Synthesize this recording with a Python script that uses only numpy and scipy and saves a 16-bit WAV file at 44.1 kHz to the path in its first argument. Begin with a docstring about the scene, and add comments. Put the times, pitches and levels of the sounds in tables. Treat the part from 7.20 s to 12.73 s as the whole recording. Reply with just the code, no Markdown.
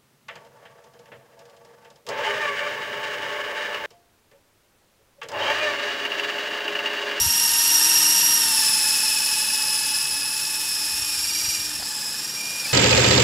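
"""Toy helicopter over a quiet street

A toy coaxial helicopter flies and turns outdoors, a few metres from a pocket camera's microphone.
Two small motors drive the two rotors through plastic gears: shaft-locked tones warble once per rotor turn
and split apart in a turn. Scraping noise makes the gear rasp, random bursts the rattle; the blades thrum
in tones and swish in coloured noise. Wind, a soft double bump and a faint street wash are shaped noise."""
import sys
import numpy as np
from scipy import signal
from scipy.fft import rfft, irfft, next_fast_len
from scipy.io import wavfile
from scipy.ndimage import uniform_filter1d

SR = 44100
rng = np.random.default_rng(int(sys.argv[2]) if len(sys.argv) > 2 else 0)


def generate_wav(sig):
    """Save sig (samples, or channels by samples) to the path in sys.argv[1] as 16-bit PCM at SR."""
    pcm = np.round(np.clip(np.atleast_2d(sig).T, -1, 1) * 32767).astype(np.int16)
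    wavfile.write(sys.argv[1], SR, pcm)


N = 243873
TIME = np.arange(N) / SR
HOVER_HZ, FULL_TURN_HZ = 290, 45  # shaft speed in hover; split between the motors in a full turn
PINION_TEETH = 9

# mean shaft speed of the motor that speeds up in a turn: start_s, speed_hz
SHAFT_SPEED_A = [(0, 315), (.3, 311.5), (1, 315), (1.2, 310), (1.44, 290.5), (1.7, 290), (1.95, 292),
                 (2.3, 288.5), (2.65, 286.5), (3.15, 288), (3.45, 297), (3.72, 297), (3.82, 302.5),
                 (3.96, 301.5), (4.12, 311), (4.36, 314), (4.55, 300.5), (4.67, 291), (4.94, 290.5),
                 (5.05, 310), (5.415, 311), (5.455, 283), (5.485, 302), (5.53, 297)]
# mean shaft speed of the motor that slows in a turn: start_s, speed_hz
SHAFT_SPEED_B = [(0, 309), (.5, 309), (.8, 305), (1.15, 308), (1.5, 289), (1.7, 285), (2.1, 285),
                 (2.8, 288), (3.15, 286), (3.55, 280.5), (3.8, 279.5), (4.15, 265), (4.4, 265), (4.65, 280),
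                 (4.95, 280), (5.17, 266), (5.39, 270), (5.445, 268), (5.465, 258), (5.48, 287)]
# speed swing of both motors, once per turn of the first rotor: start_s, first_swing_hz, second_swing_hz
SPEED_SWING = [(.25, 4, 3), (.7, 4, 9), (1, 1.5, 6), (1.4, 2.3, 4), (1.9, 1.8, 6), (2.25, 1.5, 6),
               (2.5, 2, 1), (2.8, 2.8, 1), (3.2, 4.5, 5.5), (3.6, 4, 1), (3.75, 3.5, .7), (3.85, 3, 3),
               (4.07, 2, 11), (4.33, 2.5, 7.5), (4.5, 5, 1.5), (4.85, 6, 4), (5.25, 1.5, 3), (5.45, 2.5, 2)]
# commutator buzz of either motor: multiple of shaft speed, relative level_db, chatter share (0-1)
COMMUTATOR_TONE = [(6, 0, 0.49)]


def amp(db):
    """Decibels to gain."""
    return 10 ** (np.asarray(db) / 20)


def unit(x):
    """Scales to rms 1."""
    return x / np.sqrt(np.mean(abs(x) ** 2) + 1e-20)


def curves(table):
    """Each column of a timed table, sample by sample."""
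    s, *columns = np.transpose(table)
    return [np.interp(TIME, s, column) for column in columns]


def coloured(x, spectrum):
    """Filters x by a gain curve of (Hz, dB) points, then scales to rms 1."""
    hz, db = np.transpose(spectrum)
    size = next_fast_len(N)
    bin_hz = np.fft.rfftfreq(size, 1 / SR)
    gain = amp(np.interp(np.log(bin_hz + 1), np.log(hz), db))
    return unit(irfft(rfft(x, size) * gain, size)[:N])


def wander(hz):
    """Smooth chance of rms 1, moving at up to about hz."""
    step = 16  # samples between the points of the slow curve
    size = N // step + 2
    f = np.fft.rfftfreq(size, step / SR)
    slow = irfft(rfft(rng.standard_normal(size)) / (1 + (f / hz) ** 2), size)
    return unit(np.interp(np.arange(N) / step, np.arange(size), slow))


def swell(middle, length):
    """A smooth rise to 1 and fall back."""
    return np.cos(np.pi * np.clip((TIME - middle) / length, -.5, .5)) ** 2


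def throb(angle, depth_db):
    """A level swing once per cycle of the angle that keeps the mean power."""
    mean_power = np.i0(np.log(10) * depth_db / 10)
    return amp(depth_db * np.cos(angle)) / np.sqrt(mean_power)


def rotor_angle(table, ratio, blade_angle):
    """Angle of a rotor in radians, geared down from its motor by ratio."""
    motor_turns = np.cumsum(curves(table)[0]) / SR
    return 2 * np.pi * motor_turns / ratio + blade_angle


def spin(table, swing, wobble, unsteady, unsteady_hz):
    """Shaft turns of a motor: the changing load speeds and slows it once per wobble of the rotor."""
    speed = curves(table)[0] + swing * np.cos(wobble) + unsteady * wander(unsteady_hz)
    return np.cumsum(speed) / SR


def turning():
    """How far the motors have split to steer: about 0 to 1."""
    return (curves(SHAFT_SPEED_A)[0] - curves(SHAFT_SPEED_B)[0]) / FULL_TURN_HZ


def above_hover(table):
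    """Mean shaft speed above hovering speed, in Hz."""
    return curves(table)[0] - HOVER_HZ


def heard(db, turning_db, end_on_db):
    """Gain from a level at 1 m: falls with distance, shifts by so many dB in a full turn and end on."""
    # flight path: start_s, distance_m
    distance = [(0, 2.6), (.8, 1.79), (1.25, 2.24), (2, 2.88), (2.5, 3.5), (3.1, 4.73), (3.6, 4.35),
                (4.35, 4.36), (4.6, 6.5), (5.3, 6.7), (5.53, 4.9)]
    # how far the body swings round: start_s, heading (0 side on, 1 end on)
    heading = [(3.8, 0), (4.35, 0), (4.5, 0.083)]
    level_db = db + turning_db * turning() + end_on_db * curves(heading)[0]
    return amp(level_db) / curves(distance)[0]


def jolt():
    """How far sudden throttle cuts shake the teeth out of mesh."""
    # jolts to the gears: middle_s, length_s, strength
    jolts = [(4.63, .12, 1), (5.485, .035, 1.9), (5.52, .08, 1)]
    return sum(strength * swell(s, length) for s, length, strength in jolts)


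def partials(turns, table, chatter_hz):
    """Tones locked to the shaft; play between the teeth makes each one chatter in level and phase."""
    out = np.zeros(N)
    for multiple, db, share in table:
        angle = 2 * np.pi * multiple * turns
        steady = np.sqrt(2 * (1 - share ** 2))  # keeps the mean power whatever the share
        in_phase = (steady + share * wander(chatter_hz)) * np.cos(angle)
        out += amp(db) * (in_phase + share * wander(chatter_hz) * np.sin(angle))
    return out


def motor_a(turns, rotor):
    """Shaft hum, the buzz of brushes and commutator, and the pinion's whine round 2 and 4 times the tooth rate."""
    # shaft hum at the microphone, before its flutter: start_s, level_db
    hum_level = [(.3, -62), (.75, -47.5), (1.05, -53.5), (2.3, -64), (2.6, -56), (3.6, -56.5), (4.2, -51.5),
                 (4.8, -57.5)]
    # tones of brushes, lower gear whine, upper gear whine, and side tones drawn out by the load of a turn;
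    # all four: multiple of shaft speed, relative level_db, chatter share (0-1)
    brush_buzz = [(3, -12, 1), (4, -4.5, 0.92), (5, -7.5, 0.95), (10, -2.5, 1), (12, 2, 0.6),
                  (14, 1.5, 0.59)]
    lower_mesh = [(9, -14.5, .8), (17, -17, .9), (18, -1.5, .6), (19, -18, .67), (24, -19, .7),
                  (27, -13, .82)]
    upper_mesh = [(34, -13.5, 0.96), (35, -22, 0.64), (36, -3, 0.96), (37, -11, .9), (38, -12, 0.88),
                  (45, -15, 0.9)]
    side_tones = [(13, -7, .8), (15, 0, .6)]
    whine_db_per_hz, jolt_whine_db = 0.1352, -8  # louder above hovering speed, weaker in a jolt
    effort = amp(whine_db_per_hz * above_hover(SHAFT_SPEED_A) + jolt_whine_db * jolt())

    hum = amp(curves(hum_level)[0]) * unit(np.cos(2 * np.pi * turns) * amp(3.4 * wander(11)))

    brushes = partials(turns, brush_buzz, chatter_hz=45) * throb(rotor - .4, depth_db=-1)
    brushes *= heard(db=-37, turning_db=-2.0, end_on_db=19)

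    commutator = partials(turns, COMMUTATOR_TONE, chatter_hz=60) * throb(rotor + 3, depth_db=8.5)
    commutator *= heard(db=-36.5, turning_db=-3.5, end_on_db=48)

    whine = partials(turns, lower_mesh, chatter_hz=138)
    whine *= throb(rotor - 2.4, depth_db=1.0 + 0.8 * turning())
    whine *= heard(db=-18.0, turning_db=0.0, end_on_db=-18) * effort

    upper = partials(turns, upper_mesh, chatter_hz=190) * throb(rotor + 1.5, depth_db=2)
    upper *= heard(db=-19.0, turning_db=-9, end_on_db=-73) * effort

    side = partials(turns, side_tones, chatter_hz=90)
    side *= heard(db=-41, turning_db=14.0, end_on_db=-50)
    # the airframe rocks as it flies, so the whine flutters a little
    flutter = amp(.7 * wander(8))
    return hum + brushes + commutator + (whine + upper + side) * flutter


def motor_b(turns, wobble):
    """Commutator buzz, whine and pinion whistle; a hard swing breaks the whistle into falling chirps."""
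    # pinion whistle at the microphone: start_s, level_db
    whistle_level = [(0, -36.5), (.6, -33.5), (1.2, -37.5), (1.8, -33), (2.6, -35), (3.7, -40), (4.35, -38),
                     (4.6, -46.5), (5.15, -46), (5.175, -35.5), (5.41, -36.5), (5.435, -40), (5.458, -30),
                     (5.476, -42), (5.505, -31.5), (5.53, -44)]
    # tones of whistle, upper gear whine, and the pinion ringing clean when seated tightly;
    # all three: multiple of shaft speed, relative level_db, chatter share (0-1)
    whistle_tone = [(9, 0, .33)]
    upper_mesh = [(18, 0.5, .72), (19, -10, .9), (27, -6, .69), (28, -7, .75), (36, -18, .94)]
    seated_tone = [(18, 0, .35)]
    # spells of strain: middle_s, length_s, whine_change_db
    strains = [(0.763, 2.2, 7.5), (1.949, 1.25, 0.5), (3.55, 0.49, -1), (4.147, 0.8, 5.5),
               (4.824, 0.67, 8.5)]
    # the tightly seated spell: middle_s, length_s, level_db at the microphone
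    seated = (3.61, 0.32, -34)
    shake_per_hz = .0007  # turns of shake per Hz above hovering speed

    commutator = partials(turns, COMMUTATOR_TONE, chatter_hz=80) * throb(wobble - 1.9, depth_db=9)
    commutator *= heard(db=-35.0, turning_db=-6, end_on_db=-4)

    swing_hz = curves(SPEED_SWING)[1]
    chirping = throb(wobble - 1.7, depth_db=np.minimum(.1 * swing_hz ** 2, 7))
    # above hovering speed the pinion shakes on its shaft
    shake = shake_per_hz * np.maximum(above_hover(SHAFT_SPEED_B), 0) * wander(130)
    whistle = partials(turns + shake, whistle_tone, chatter_hz=88.4) * chirping
    whistle *= amp(curves(whistle_level)[0])

    strain = amp(sum(db * swell(s, length) for s, length, db in strains))
    whine = partials(turns, upper_mesh, chatter_hz=140) * throb(wobble - 1, depth_db=1.5)
    whine *= heard(db=-29.0, turning_db=2.5, end_on_db=18) * strain

    middle, length, db = seated
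    ring = amp(db) * np.sqrt(swell(middle, length)) * partials(turns, seated_tone, chatter_hz=50)
    return commutator + whistle + whine + ring


def armatures(turns, rotor):
    """The armatures buzz as one tone at the motors' mean speed, in beats that are smoother at speed."""
    # armature buzz: multiple of shaft speed, relative level_db, chatter share (0-1)
    armature_tone = [(3, 0.5, 0.43)]
    beat_db, beat_db_per_hz = 5.2, -.22  # depth at hovering speed and its change above
    depth_db = np.minimum(beat_db + beat_db_per_hz * above_hover(SHAFT_SPEED_B), beat_db)
    buzz = partials(turns, armature_tone, chatter_hz=37.6) * throb(rotor + 1.9, depth_db)
    return heard(db=-32.5, turning_db=-10.0, end_on_db=0) * buzz


def brush_whistle(turns):
    """The first motor's brushes sing a thin, steady tone for a while."""
    # the singing spell: middle_s, length_s, level_db at the microphone
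    singing = (2.24, 2.2, -41.5)
    # its tone: multiple of shaft speed, relative level_db, chatter share (0-1)
    singing_tone = [(10, 0, .3)]
    middle, length, db = singing
    return amp(db) * np.sqrt(swell(middle, length)) * partials(turns, singing_tone, chatter_hz=40)


def gear_rasp(rotor):
    """Teeth scrape unevenly, harder once per rotor turn, most of all while steering."""
    # colour of the scraping: frequency_hz, relative gain_db
    rasp_colour = [(1500, -18.5), (2200, -7.5), (3000, -0.5), (4000, -2.5), (4900, 4.5), (5500, 6),
                   (6000, 2), (6350, 0), (6750, 5.5), (7300, 4), (8100, 2.5), (9200, 1), (10600, 4),
                   (12200, -4.5), (13700, -1), (15000, -11)]
    load = throb(rotor - 2.4, depth_db=0.17 + 1.4 * turning())
    unevenness = amp(1.34 * wander(105) + 0.65 * wander(15.0))
    scrape = coloured(rng.standard_normal(N) * load * unevenness, rasp_colour)
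    return heard(db=-17.0, turning_db=0.5, end_on_db=-4.0) * scrape


def knocks(turns, count, ring_s):
    """Uneven random knocks, each a brief burst at count times the shaft speed, at rms 1 overall."""
    knocks_per_s, spread_db = 380, 12
    struck = rng.random(N) < knocks_per_s / SR
    sizes = struck * amp(spread_db * rng.random(N))
    phases = np.exp(2j * np.pi * rng.random(N))
    t = np.arange(SR // 100) / SR
    bursts = signal.oaconvolve(sizes * phases, t * np.exp(-t / ring_s))[:N]
    return unit((bursts * np.exp(2j * np.pi * count * turns)).real)


def gear_rattle(turns):
    """When the throttle eases, slack teeth knock across their play; a jolt makes them clatter."""
    rattle_db_per_hz, clatter_db = -0.2355, -36  # clatter at a jolt of strength 1
    slack = amp(rattle_db_per_hz * above_hover(SHAFT_SPEED_A))
    low = knocks(turns, count=2 * PINION_TEETH, ring_s=.0006)
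    low *= heard(db=-20.0, turning_db=-13, end_on_db=19)
    high = knocks(turns, count=4 * PINION_TEETH, ring_s=.0003)
    high *= heard(db=-22.5, turning_db=1.5, end_on_db=-75)
    clatter = amp(clatter_db) * jolt() * knocks(turns, count=16, ring_s=.0004)
    return clatter + slack * (low + high)


def blades(rotor_a, rotor_b):
    """Counter-rotating blades thrum as they cross, at the rotors' summed speed; the air swishes evenly."""
    # thrum; the blades cross on the even multiples: multiple of summed rotor speed, relative level_db
    thrum_tones = [(2, -21), (3, -3.5), (5, -25), (7, -2), (8, 0.5), (10, 1), (12, -8), (13, -6.5),
                   (14, -2.5), (17, -4)]
    # the two strongest partials, at the microphone: start_s, fourth_multiple_db, sixth_multiple_db
    deep_levels = [(.25, -58, -50), (.55, -60, -62), (.98, -49, -52), (1.3, -59, -48.5), (2.2, -62, -52.5),
                   (2.65, -54.5, -55), (3.3, -55, -66), (3.7, -65, -68), (4.6, -57, -60), (4.9, -57, -53.5),
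                   (5.5, -55, -54)]
    # colour of the swish: frequency_hz, relative gain_db
    swish_colour = [(30, -30), (60, -35), (110, -7), (200, -6.5), (300, -7), (500, -5.5), (760, -9),
                    (880, 5), (1050, -2.5), (1450, 2.5), (1700, 5.5), (2100, -1.5), (4000, 4),
                    (12000, -21.5)]
    crossing = rotor_a + rotor_b
    thrum = sum(amp(db + wander(3)) * np.cos(k * crossing) for k, db in thrum_tones)
    thrum *= heard(db=-48.0, turning_db=-9.0, end_on_db=34)
    deep = sum(amp(db) * np.cos(k * crossing) for k, db in zip((4, 6), curves(deep_levels)))
    swish = coloured(rng.standard_normal(N), swish_colour)
    swish *= heard(db=-26.0, turning_db=-0.8, end_on_db=20.0)
    return deep + thrum + swish


def bumps():
    """Two dull puffs of noise in quick succession, each under half a sine."""
    # soft bumps: start_s, level_db, length_s
    puffs = [(4.593, -40, 0.024), (4.617, -36, 0.02)]
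    # their colour: frequency_hz, relative gain_db
    puff_colour = [(60, -4), (250, -1), (450, -1), (800, 2), (1300, -6), (2500, -7), (6000, -40)]
    level = np.zeros(N)
    for s, db, length in puffs:
        level += amp(db) * np.sin(np.pi * np.clip((TIME - s) / length, 0, 1))
    return level * coloured(rng.standard_normal(N), puff_colour)


def wind():
    """Gusts on the microphone over a light steady breeze; their strength sets the size of the rumble."""
    # gusts: middle_s, length_s, level_db
    gusts = [(0.03, 0.16, -38), (0.081, 0.073, -38.5), (0.36, 0.25, -54), (2.933, 0.079, -53),
             (3.742, .06, -49), (3.822, 0.08, -46.5), (4.015, 0.17, -56), (4.1, 1.7, -60),
             (4.245, .04, -51), (4.288, 0.041, -41.5), (4.408, .06, -47), (4.467, .04, -51),
             (4.56, 0.14, -54)]
    # colour of the rumble: frequency_hz, relative gain_db
    wind_colour = [(20, -24), (45, 1), (95, 4.5), (135, -4), (250, -17.5), (800, -53)]
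    breeze_db = -64
    level = amp(breeze_db) + sum(amp(db) * swell(s, length) for s, length, db in gusts)
    rumble = coloured(rng.standard_normal(N), wind_colour)
    # level out the noise's own swings
    even_rumble = rumble / np.sqrt(uniform_filter1d(rumble ** 2, size=SR // 12))
    return level * even_rumble


def street():
    """A low outdoor wash of coloured noise."""
    # the street's faint background: start_s, level_db
    wash_level = [(0, -57.5), (4.4, -52.5), (5.53, -45)]
    # its colour: frequency_hz, relative gain_db
    wash_colour = [(30, -25), (150, 1.5), (500, -1), (1000, -2.5), (4000, -21.5)]
    return amp(curves(wash_level)[0]) * coloured(rng.standard_normal(N), wash_colour)


def scene():
    """The helicopter in open air, heard by a single microphone on two equal channels."""
    rotor_a = rotor_angle(SHAFT_SPEED_A, ratio=15.89, blade_angle=-4.2)
    rotor_b = rotor_angle(SHAFT_SPEED_B, ratio=15.78, blade_angle=2.724)
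    # the second motor feels the first rotor's wobble earlier, and later in a full turn (radians)
    wobble_lead, wobble_turn_lag = 0.3, 1.7
    wobble_b = rotor_a + wobble_lead - wobble_turn_lag * turning()
    swing_a, swing_b = curves(SPEED_SWING)
    turns_a = spin(SHAFT_SPEED_A, swing_a, rotor_a, unsteady=0.98, unsteady_hz=40.8)
    turns_b = spin(SHAFT_SPEED_B, swing_b, wobble_b, unsteady=0.767, unsteady_hz=29.8)
    motors = motor_a(turns_a, rotor_a) + motor_b(turns_b, wobble_b)
    motors += armatures((turns_a + turns_b) / 2, rotor_b) + brush_whistle(turns_a)
    gears = gear_rasp(rotor_a) + gear_rattle(turns_a)
    helicopter = motors + gears + blades(rotor_a, rotor_b)
    return np.tile(helicopter + bumps() + wind() + street(), (2, 1))


def record(dry):
    """The camera's band limit: a steep low-pass."""
    cutoff_hz = 15700
    low_pass = signal.firwin(511, cutoff_hz, window=("kaiser", 9), fs=SR)
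    return signal.oaconvolve(dry, low_pass[None], "same")


dry = scene()
out = record(dry)
generate_wav(out)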